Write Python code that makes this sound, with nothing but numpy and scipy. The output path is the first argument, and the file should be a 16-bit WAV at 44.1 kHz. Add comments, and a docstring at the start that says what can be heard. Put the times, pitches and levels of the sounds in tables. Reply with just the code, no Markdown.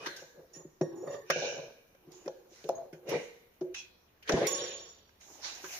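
"""Tyre work on a motorcycle wheel

Hands and levers thump the hollow wheel, modelled as damped modes with a low boom of the tyre's air.
Clinks are dying noise bursts; the brake disc is a bank of beating mode pairs; a low jolt meets the floor.
Rubber drag and scraping are noise shaped by strokes; squeaks are sliding tones. A hard room reverberates
through decaying noise, over a changing thin hiss, steady background noise and, later, a low hum."""
import sys
import numpy as np
from scipy import signal
from scipy.fft import rfft, irfft, next_fast_len
from scipy.io import wavfile
from scipy.ndimage import uniform_filter1d

SR = 44100
rng = np.random.default_rng(int(sys.argv[2]) if len(sys.argv) > 2 else 0)


def store_pcm(level_fs):
    """Save levels as 16-bit WAV."""
    pcm = np.round(np.clip(level_fs, -1, 1) * 32767).astype(np.int16)
    wavfile.write(sys.argv[1], SR, np.atleast_2d(pcm).T)


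N = 255328   # samples

# Steady background spectrum: f/Hz, level per Hz/dB
BACKGROUND_SPECTRUM = [(12, -55), (20, 1), (60, 3), (234, 0), (527, -3), (1220, -9), (4810, -24),
                       (6720, -33.5), (7730, -45), (12100, -22), (16000, -13)]
BACKGROUND_DB = -66.5
# Thin hiss in the top treble: t/s, level/dB
HISS_LEVEL = [(0.0, -90), (0.09, -65.5), (0.66, -84), (1.13, -71.5), (1.55, -73), (2.24, -75.5),
              (2.35, -76), (3.39, -72), (4.13, -81.5), (4.27, -90), (4.43, -78), (4.59, -86.5),
              (4.77, -111), (5.31, -65), (5.5, -68), (5.79, -47.5)]
# Rubber drags on rim and floor: t at full level/s, rise/s, hold/s, fall T60/s, level/dB, centre f/Hz,
# narrowing/(dB per octave squared), amplitude of the broad rumble [ratio]
DRAG_STROKES = [(.01, 0.06, 0.017, 0.88, -50, 453, 43, .5), (.4, 0.16, 0.0087, 0.15, -52.5, 477, 46, 0.28),
                (.6, 0.16, 0.0098, 0.31, -53, 398, 47, .32), (.87, .04, 0.19, 0.71, -43, 362, 301, 0.11),
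                (1.035, .03, .02, .2, -44, 650, 150, .1), (1.075, 0.04, 0.085, 0.24, -41, 560, 150, 0.11),
                (1.36, 0.1, 0.093, 0.48, -45, 400, 40, 0.44), (1.4, 0.11, .2, .5, -42, 550, 120, 0.14),
                (2.1, 0.19, 0.17, 1.14, -57.5, 350, 45, 0.45),
                (2.71, 0.046, 0.11, 0.24, -42, 650, 100, .05),
                (3.13, .1, 0.008, 0.32, -29.5, 440, 44, 0.34), (4.3, 0.025, 0.14, 0.15, -31, 430, 15, 0.36),
                (4.5, 0.044, 0.13, 0.74, -40.5, 484, 48, 0.36), (5.3, 0.14, 0.38, 0.87, -61, 289, 20, 2.9)]
DRAG_REST_DB, JUDDER_DB = -110, 3.5   # level between strokes; unevenness of the rubber's grip
# Modes of the wheel's air and rubber: f/Hz, level/dB, free T60/s
WHEEL_MODES = [(237.4, -10.5, 0.52), (337, -5.5, 0.98), (363.5, 1, 0.83), (441.1, -5.5, 0.41),
               (475, -1.5, 0.18), (491.5, -5, 0.97), (530, -1.5, 0.97), (563, 2, 0.55), (631, -4.5, 0.79),
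               (670.3, -2.5, 0.75), (820, -3, 0.54), (952, -2, 0.29)]
BOOM_HZ, BOOM_T60_S = 157.9, 0.14   # free air resonance inside the tyre
# Scraping and clatter: t at full level/s, rise/s, hold/s, fall T60/s, level/dB, centre f/Hz,
# share sounding through the hollow [0-1]
SCRAPE_STROKES = [(.06, 0.15, 0.015, 0.51, -46, 1610, .03), (.2, 0.042, 0.0071, 0.44, -53, 7000, 0.3),
                  (.56, 0.065, 0.0078, 0.23, -55.5, 6800, .01), (1.125, .06, 0.024, 0.15, -56, 1110, .05),
                  (1.32, 0.054, .16, 0.6, -38.5, 2290, .85), (2.13, 0.055, 0.045, 0.78, -59, 6600, 0.04),
                  (2.53, 0.068, 0.17, 0.2, -58, 6200, 0.15), (3.093, 0.035, 0.06, 0.5, -41, 2300, 0.25),
                  (3.745, 0.0069, 0.049, 0.19, -45, 5000, 0.3), (4.3, 0.067, 0.17, 0.17, -39.5, 1700, 0),
                  (4.48, 0.13, 0.18, 0.81, -43, 3300, 0.11), (5.21, 0.017, 0.21, 0.47, -55, 6900, 0.15),
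                  (5.445, 0.053, 0.044, 0.32, -39.5, 4720, 0.1),
                  (5.55, 0.044, 0.27, 0.44, -49.5, 6700, 0.1), (5.74, 0.16, 0.0063, 0.35, -40, 6150, 0.1)]
SCRAPE_REST_DB = -75   # faint shuffling between strokes
# Basic scrape spectrum: f/Hz, level per Hz/dB
SCRAPE_SPECTRUM = [(600, 2.5), (1200, 0), (2500, 4), (4500, -1.5), (6800, 2), (9500, -7), (13000, -22)]
# Resonances of the hollow under the wheel: f/Hz, width/Hz, level/dB
HOLLOW_MODES = [(1560, 330, 0), (2400, 330, -3), (2900, 620, -6), (4050, 1400, -5), (5760, 1360, -1),
                (6700, 1000, -6)]
# Balance of scrapes, squeaks and clinks: t/s, left minus right level/dB
RIM_PAN = [(0, -1.5), (2.4, -3), (3.2, -3.5), (4.6, -0.5), (5.5, -6), (5.79, -1)]
# Squeaks of steel on rubber and rim: t/s, hold/s, fall T60/s, level before wavering/dB, start f/Hz,
# slide/(octaves per s)
SQUEAK_TONES = [(0, 0.056, 0.22, -53, 1142, 0), (0, .04, .2, -53, 2470, 0.5),
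                (.06, .04, .2, -51, 1600, -.5), (.065, .06, .3, -54, 1952, 0.1),
                (.066, 0.07, .15, -54, 4300, -1), (.058, .015, .12, -48, 950, -.1),
                (0, .06, .2, -58, 2950, -.1), (2.118, .12, 0.24, -64.5, 6760, 0.3),
                (2.751, .008, .1, -48, 6500, 1), (3.741, .06, .25, -46, 2660, -0.8),
                (3.751, .05, 0.21, -54, 3325, 0.1), (3.741, 0.045, .2, -56, 5770, -.1),
                (3.74, 0.057, 0.17, -54.5, 6310, 0.1), (5.64, .02, 0.14, -53, 1554, 0.2)]
SQUEAK_WAVER_PER_S = 330
# Clinks and snaps: t/s, peak level before the crack/dB, centre f/Hz, decay T60/s,
# treble crack level relative to that peak/dB
CLINK_EVENTS = [(0.0586, -25, 1470, 0.088, -22), (0.0655, -31, 4400, 0.05, -1), (0.162, -37, 7000, 0.14, 3),
                (0.8103, -31, 1150, 0.039, -37), (1.2996, -15, 1650, 0.065, -7),
                (1.948, -55, 1620, 0.023, -12), (2.116, -49.5, 6450, 0.064, 8.5),
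                (2.256, -43.5, 1790, 0.088, -4), (2.277, -32, 1100, 0.022, -27),
                (2.64, -42.5, 3460, 0.025, -1), (2.6894, -28, 925, 0.013, -1.5),
                (2.9263, -45.5, 2070, 0.14, -1.5), (3.0898, -38, 2740, 0.13, 10.5),
                (3.608, -45, 1000, 0.079, -15), (3.7433, -33.5, 2820, 0.042, -1),
                (4.225, -43, 2740, 0.074, -3), (4.275, -31, 2950, 0.24, -15),
                (4.291, -18, 1620, 0.04, -7.5), (4.319, -23, 5930, 0.041, -8),
                (4.4675, -26.5, 5600, 0.05, 14), (5.091, -53, 1290, 0.018, -28),
                (5.64, -33.5, 1410, 0.14, -35)]
# Thumps: t/s, peak level before boom and onset/dB, centre f of the push/Hz, ring time factor [ratio],
# tyre boom level relative to that peak/dB
THUMP_EVENTS = [(0.065, -30, 328, 0.27, -22.5), (0.22, -34.5, 536, 0.2, -22), (0.376, -42, 484, 0.22, -9.5),
                (0.429, -40.5, 520, 0.24, -34), (0.562, -38.5, 338, 0.23, -9.5),
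                (0.649, -31.5, 330, 0.13, -14), (0.81, -11.5, 371, 0.21, -13.5),
                (0.8105, -15.5, 625, 0.16, -41), (1.299, -9.5, 560, 0.14, -30),
                (1.359, -14.5, 540, 0.16, -26), (1.419, -20, 587, 0.51, -62),
                (1.446, -21.5, 536, 0.26, -50), (1.947, -43, 524, 0.077, -43),
                (2.071, -42.5, 298, 0.31, -6), (2.259, -25, 379, 0.24, -25), (2.276, -18.5, 530, 0.19, -34),
                (2.513, -39, 453, 0.14, -40), (2.641, -29, 441, 0.69, -19), (2.690, -6, 666, 0.1, -59),
                (2.927, -32, 395, 0.41, -12), (3.083, -24.5, 480, 0.39, -17),
                (3.113, -20.5, 386, 0.23, -19), (3.154, -17.5, 505, 0.17, -18), (3.611, -23, 363, 0.7, -20),
                (3.612, -30, 650, 0.2, -39.5), (4.295, -11, 458, 0.2, -60.5), (4.321, -10, 618, 0.13, -18),
                (4.339, -5, 278, 0.092, -20.5), (4.413, -14, 516, 0.23, -18),
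                (4.451, -16.5, 430, 0.3, -58.5), (5.637, -32, 372, 0.25, -22.5)]
KNOCK_T60_S = 0.28   # the push's own tone, before the ring time factor
# Reverberation time: f/Hz, T60/s
ROOM_DECAY = [(100, 0.26), (500, 0.77), (2500, 0.75), (6000, 0.53), (12000, 0.13)]
# What each source sends to the walls, relative to its own level
CLINK_ROOM_DB, THUMP_ROOM_DB, DISC_ROOM_DB, SCRAPE_ROOM_DB, DRAG_ROOM_DB = -6, -11.5, -8, -13, -18
RING_STOPS_S, STOP_DB_PER_S = 3.733, 1500   # thumps and reverberation begun earlier break off here
# Fingers and a lever rattle on the disc: t at full level/s, rise/s, hold/s, fall T60/s,
# drive level/dB, lift of the low modes/dB
DISC_RATTLES = [(.535, 0.01, 0.04, 0.05, -88, -19.5), (.813, 0.005, 0.016, 0.08, -87, -8),
                (.97, 0.1, .08, .2, -98, -18), (1.075, 0.02, 0.075, 0.08, -92, 4)]
# Disc modes, lower of each pair: f/Hz
DISC_MODE_HZ = [1104, 1180, 1778, 1858, 2760, 3430, 3628, 4554, 5624, 6766, 8032, 9340, 10800, 12310, 13885,
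                15555]
# For each disc mode: struck level/dB, rattled level/dB, free T60/s
DISC_MODES = [(-8, 4, 0.9), (-20, 6, 0.4), (-20, 7, 0.5), (-20, 6, 0.6), (-13, -5, 0.9), (-12, -24, 1.0),
              (-10, -9, 0.9), (-9, -11, 1.2), (4, 3.5, 1.2), (5, 3.5, 1.1), (-4, -18, 0.4), (2, 1, 0.45),
              (-4, 0, 0.2), (3, -12, 0.2), (0, -12, 0.25), (4, -10, .25)]
DISC_STRIKE_S, DISC_STRIKE_DB = 4.470, -39
TAP_DB = 26   # a tap this far above the drive marks each rattle's full level
HAND_DAMPING = 0.25   # ring time left while a hand rests on the disc [ratio]
PAIR_SPLIT = 0.0021   # relative frequency gap within each mode pair
WAVER_PER_S, WAVER_DEPTH = 100, 1.0   # fast random level wavering roughens the disc's ring
DISC_STILLED_S, STILLING_DB_PER_S = 4.9, 110   # late in its ring the disc is smothered
HUM_HZ, HUM_FROM_S, HUM_DB = 77.6, 3.7, -74.5
JOLT_S, JOLT_DB, JOLT_HZ, JOLT_T60_S = 4.337, -25.5, 64.4, 0.041   # the wheel drops onto the floor
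RISE_DEPTH_DB = 30   # a stroke climbs this far during its rise
SHARED_BELOW_HZ = 720   # the microphone ports hear nearly the same below this
PORT_EDGE_HZ, PORT_TREBLE_DB = 7450, -9   # the microphone loses treble above a sharp edge
CUTOFF_HZ = 16100


def from_db(db):
    """Amplitude is ten to the power of level over twenty."""
    return 10 ** (np.asarray(db) / 20)


def rms_one(x):
    """Division by the root mean square normalises signal power."""
    return x / np.sqrt(np.mean(x ** 2) + 1e-20)


def in_time(rows):
    """Linear interpolation joins the tabulated times."""
    s, *columns = np.transpose(rows)
    return [np.interp(np.arange(N) / SR, s, c, left=c[0], right=c[-1]) for c in columns]


def at_hz(points, hz):
    """Interpolation is linear along a logarithmic frequency axis."""
    points = np.array(points)
    return np.interp(np.log(hz), np.log(points[:, 0]), points[:, 1])


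def highpass(x, order, hz):
    """A Butterworth high-pass attenuates below its corner frequency."""
    return signal.sosfilt(signal.butter(order, hz, "high", fs=SR, output="sos"), x)


def band(x, low_hz, high_hz):
    """A Butterworth band-pass keeps the energy between two frequencies."""
    edges = [low_hz, min(high_hz, 0.45 * SR)]
    return signal.sosfilt(signal.butter(2, edges, "band", fs=SR, output="sos"), x)


def ring(x, hz, t60):
    """A two-pole resonator answers a unit click with a decaying sine of initial height 1."""
    r, w = from_db(-60 / (t60 * SR)), 2 * np.pi * hz / SR
    return signal.lfilter([0, np.sin(w)], [1, -2 * r * np.cos(w), r * r], x + 1e-18)


def two_ports(length):
    """Port coherence falls with frequency: noise is nearly alike in the bass, unrelated in the treble."""
    mid, side = rng.standard_normal((2, length))
    side = highpass(side, 1, SHARED_BELOW_HZ) + 0.13 * side
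    return np.array([mid + side, mid - side])


def panned(x, pan_db):
    """A level difference between the ports places a source."""
    return x * from_db(np.array([pan_db / 2, -pan_db / 2]))


def add(out, s, x):
    """Superposition adds an event at its time."""
    at = round(s * SR)
    out[..., at:at + x.shape[-1]] += x[..., :N - at]


def drift(rate):
    """Interpolated normal deviates form a random fluctuation, with rate knots per second."""
    knots = rng.standard_normal(round(N / SR * rate) + 2)
    return np.interp(np.arange(N) / SR * rate, np.arange(len(knots)), knots)


def strokes(rows, rest_db):
    """Stroke powers add; the other columns are averages weighted by power, so the strongest prevails."""
    t = np.arange(0, N + 64, 64) / SR
    s, rise, hold, t60, db, *columns = np.transpose(rows)[:, :, None]
    rising = RISE_DEPTH_DB * np.maximum(s - t, 0) / np.maximum(rise, 0.005)
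    falling = 60 * np.maximum(t - s - hold, 0) / np.maximum(t60, 0.02)
    power = from_db(np.maximum(db - rising - falling, -300)) ** 2
    total = power.sum(axis=0)
    level_db = 10 * np.log10(total + from_db(rest_db) ** 2)
    means = [(power * c).sum(axis=0) / total for c in columns]
    return [np.interp(np.arange(N) / SR, t, c) for c in [level_db, *means]]


def levelled(x, window):
    """Division by a running root mean square keeps short-term power constant."""
    return x / np.sqrt(uniform_filter1d(np.mean(x ** 2, axis=0), size=window))


def above_boom(x):
    """A steep high-pass removes energy beneath the tyre's air resonance."""
    return highpass(x, 5, 125)


def hollowed(x):
    """Parallel cavity resonances colour the sound; each is steep so that the valleys stay dark."""
    out = 0
    for hz, width, db in HOLLOW_MODES:
        edges = hz - width / 2, hz + width / 2
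        out = out + from_db(db) * band(band(x, *edges), *edges)
    return out


def background():
    """Spectral weighting of white noise gives the steady noise of the room and the microphone."""
    weight = from_db(at_hz(BACKGROUND_SPECTRUM, np.fft.rfftfreq(N, 1 / SR) + 1))
    return from_db(BACKGROUND_DB) * rms_one(irfft(rfft(two_ports(N)) * weight, N))


def treble_hiss():
    """Amplitude modulation makes band-limited noise swell and flicker."""
    level_db = in_time(HISS_LEVEL)[0] + 0.87 * drift(22)
    return from_db(level_db) * rms_one(band(two_ports(N), 11260, 18000))


def wheel_drag(level_db, centre_hz, narrowing_db, rumble):
    """Uneven rubber friction drives damped wheel modes near a moving centre."""
    ports = two_ports(N)
    judder = (ports + ports.mean(axis=0)) * from_db(JUDDER_DB * drift(55))
    out = np.abs(rumble) * rms_one(band(band(judder, 230, 1030), 230, 1030))
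    for hz, db, t60 in WHEEL_MODES:
        near_db = -np.abs(narrowing_db) * np.log2(hz / centre_hz) ** 2 + 3 * drift(6)
        out = out + from_db(db + near_db) * rms_one(ring(judder, hz, 0.55 * t60))
    boom = rms_one(ring(judder, BOOM_HZ, BOOM_T60_S / 2))
    out = out + from_db(-19.5 + 3.75 * drift(11.0)) * boom
    return from_db(level_db) * above_boom(levelled(out, 3500))


def scrape(level_db, centre_hz, share):
    """Gritty friction is clicks in noise, its third-octave bands lifted round a moving centre."""
    share = np.clip(share, 0, 1)
    click_db = 4.8 * np.minimum(rng.exponential(1, N), 3)
    grit = 1 + (rng.random(N) < 900 / SR) * from_db(click_db)   # about 900 clicks per second
    white = [two_ports(N) * grit, two_ports(N) * grit]   # neighbouring bands use different noise
    out, edges = 0, 600 * 2 ** np.arange(0, 4.4, 1 / 3)
    for k, (low, high) in enumerate(zip(edges, edges[1:])):
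        hz = np.sqrt(low * high)
        lift_db = 9 * np.exp(-(np.log2(hz / centre_hz) / 0.31) ** 2)
        flicker_db = (3.5 - 1.5 * share) * drift(20)
        gain = from_db(at_hz(SCRAPE_SPECTRUM, hz) + lift_db + flicker_db)
        out = out + gain * band(white[k % 2], low, high)
    out = (1 - share) * rms_one(out) + share * rms_one(hollowed(out))
    return from_db(level_db) * levelled(out, 4410)


def squeaks():
    """Random quadrature modulation makes sliding tones waver fast, unlike at each port."""
    out, t = np.zeros((2, N)), np.arange(SR // 2) / SR
    for s, hold, t60, db, start_hz, slide in SQUEAK_TONES:
        sliding_hz = start_hz * 2 ** (slide * np.minimum(t, hold + 0.02))
        phase = 2 * np.pi * np.cumsum(sliding_hz) / SR
        knots = rng.standard_normal((2, 2, round(SQUEAK_WAVER_PER_S / 2) + 2))
        waver = [[np.interp(t * SQUEAK_WAVER_PER_S, np.arange(len(k)), k) for k in port] for port in knots]
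        tone = np.array([(0.4 + a) * np.sin(phase) + b * np.cos(phase) for a, b in waver])
        fall_db = -60 * np.maximum(t - hold, 0) / max(t60, 0.02)
        onset = 1 - np.exp(-t / 0.0024)
        add(out, s, from_db(db + fall_db) * onset * tone)
    return out


def clinks():
    """Impact noise decays through cavity resonances, with a treble crack. Returns direct, room feed."""
    direct, feed, t = np.zeros((2, N)), np.zeros(N), np.arange(SR // 3) / SR
    for s, peak_db, centre_hz, t60, crack_db in CLINK_EVENTS:
        t60 = max(t60, 0.004)
        burst = two_ports(len(t)) * from_db(-60 * t / t60) * (1 - np.exp(-t / 0.002))
        body = band(burst, centre_hz / 1.53, centre_hz * 1.28) + 0.4 * hollowed(burst) + 0.021 * burst
        body = from_db(peak_db) * body / np.abs(body).max()
        crack = band(burst * from_db(-30 * t / t60), 6140, 22400)   # dies faster than the body
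        crack = from_db(peak_db + crack_db) * crack / np.abs(crack).max()
        add(direct, s, body + crack)
        add(feed, s, from_db(CLINK_ROOM_DB) * hollowed(body[0]))   # the walls hear it through the hollow
    return direct, feed


def thumps():
    """A short push excites wheel modes near its centre frequency. Returns direct, room feed."""
    direct, feed, t = np.zeros(N), np.zeros(N), np.arange(SR // 2) / SR
    hz, mode_db, t60 = np.transpose(WHEEL_MODES)[:, :, None]
    for s, peak_db, centre_hz, damp, boom_db in THUMP_EVENTS:
        damp = max(damp, 0.03)
        near_db = -18 * np.log2(hz / centre_hz) ** 2 + rng.normal(0, 1.7, hz.shape)
        # each thump detunes every mode slightly at random
        detuned_hz = hz * (1 + 0.0125 * rng.standard_normal(hz.shape))
        rings = from_db(mode_db + near_db - 60 * t / (t60 * damp)) * np.sin(2 * np.pi * detuned_hz * t)
        knock = 1.36 * from_db(-60 * t / (KNOCK_T60_S * damp)) * np.sin(2 * np.pi * centre_hz * t)
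        # each mode's ring throbs at its own random rate, which roughens it
        throb = 1 + 0.45 * np.sin(2 * np.pi * rng.uniform(8, 30, hz.shape) * t)
        body = (rings * throb).sum(axis=0) / 2 + knock
        boom = from_db(boom_db - 60 * t / BOOM_T60_S) * np.sin(2 * np.pi * BOOM_HZ * t)
        onset = 1 - np.exp(-(t / 0.0025) ** 2)
        thump = from_db(peak_db) * (body / np.abs(body).max() + boom) * onset
        add(direct, s, thump)
        add(feed, s, from_db(THUMP_ROOM_DB) * thump)
    clock = np.arange(N) / SR - RING_STOPS_S
    # the direct sound breaks off; the gate reopens 0.4 s later
    direct = direct * np.where(clock < 0.4, from_db(-STOP_DB_PER_S * np.clip(clock, 0, 0.1)), 1)
    return panned(above_boom(direct)[None], np.array([1.5])), above_boom(feed)


def workshop(feed):
    """Reverberation is convolution with noise whose decay time depends on the octave."""
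    t, edges = np.arange(round(1.2 * SR)) / SR, 80 * 2.0 ** np.arange(9)
    white, tail = two_ports(len(t)), 0
    for low, high in zip(edges, edges[1:]):
        t60 = at_hz(ROOM_DECAY, np.sqrt(low * high))
        tail = tail + band(white, low, high) * from_db(-60 * t / t60)
    tail = tail * (1 - np.exp(-t / 0.0015))
    size = next_fast_len(N + len(t))
    walls = rfft(tail / np.sqrt(np.sum(tail ** 2) / 2), size)
    late = np.arange(N) > RING_STOPS_S * SR
    early, after = (irfft(rfft(feed * part, size) * walls, size)[:, :N] for part in (~late, late))
    return early * from_db(-STOP_DB_PER_S * np.maximum(np.arange(N) / SR - RING_STOPS_S, 0)) + after


def disc():
    """Close mode pairs of the floating disc beat and waver when struck or rattled, unlike at each port."""
    drive_db, low_db = strokes(DISC_RATTLES, -150)
    rattle = from_db(drive_db + 0.77 * drift(45.75)) * rng.standard_normal(N)
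    for s, _, _, _, db, _ in DISC_RATTLES:
        rattle[round(s * SR)] = from_db(db + TAP_DB)
    strike, out = np.zeros(N), np.zeros((2, N))
    strike[round(DISC_STRIKE_S * SR)] = from_db(DISC_STRIKE_DB)
    for hz, (struck_db, rattled_db, t60) in zip(DISC_MODE_HZ, DISC_MODES):
        struck = from_db(struck_db) * strike
        rubbed = rattle * from_db(rattled_db + (low_db if hz < 5000 else 0))
        pair = hz, hz * (1 + PAIR_SPLIT)
        one, other = (ring(struck, f, t60) + ring(rubbed, f, HAND_DAMPING * t60) for f in pair)
        waver = 1 + WAVER_DEPTH * np.array([drift(WAVER_PER_S), drift(WAVER_PER_S)])
        out += waver * np.array([0.5 * one + 0.18 * other, one + 0.4 * other])
    return out * from_db(-STILLING_DB_PER_S * np.maximum(np.arange(N) / SR - DISC_STILLED_S, 0))


def hum():
    """Noise driving one low resonance becomes a wavering hum."""
    resonance = rms_one(ring(rng.standard_normal(N), HUM_HZ, 0.6))
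    return from_db(HUM_DB) * resonance * (np.arange(N) > HUM_FROM_S * SR)


def jolt():
    """An impact on the floor is a strongly damped low oscillation."""
    out, t = np.zeros(N), np.arange(SR // 8) / SR
    add(out, JOLT_S, from_db(JOLT_DB - 60 * t / JOLT_T60_S) * np.sin(2 * np.pi * JOLT_HZ * t))
    return out


def port_colour(x):
    """A steep low-pass beside a weak treble path makes the response fall by a step."""
    steep = signal.sosfilt(signal.cheby2(12, 40, PORT_EDGE_HZ, fs=SR, output="sos"), x)
    return steep + from_db(PORT_TREBLE_DB) * highpass(x, 6, 8300)


def scene():
    """Superposition joins the direct sources, their reverberation and the noise beds."""
    drag = wheel_drag(*strokes(DRAG_STROKES, DRAG_REST_DB))
    scraping = scrape(*strokes(SCRAPE_STROKES, SCRAPE_REST_DB)) + squeaks()
    clink, clink_feed = clinks()
    thump, thump_feed = thumps()
    ringing = disc()
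    at_rim = panned(scraping + clink, in_time(RIM_PAN)[0])
    feed = thump_feed + clink_feed + from_db(DISC_ROOM_DB) * ringing[1]
    feed = feed + from_db(SCRAPE_ROOM_DB) * scraping[0] + from_db(DRAG_ROOM_DB) * drag[0]
    coloured = port_colour(thump + at_rim + ringing + drag + workshop(feed) + jolt())
    return coloured + treble_hiss() + hum() + background()


def record(dry):
    """A steep low-pass limits the bandwidth."""
    return signal.sosfilt(signal.cheby2(12, 60, CUTOFF_HZ, fs=SR, output="sos"), dry)


dry = scene()
out = record(dry)
store_pcm(out)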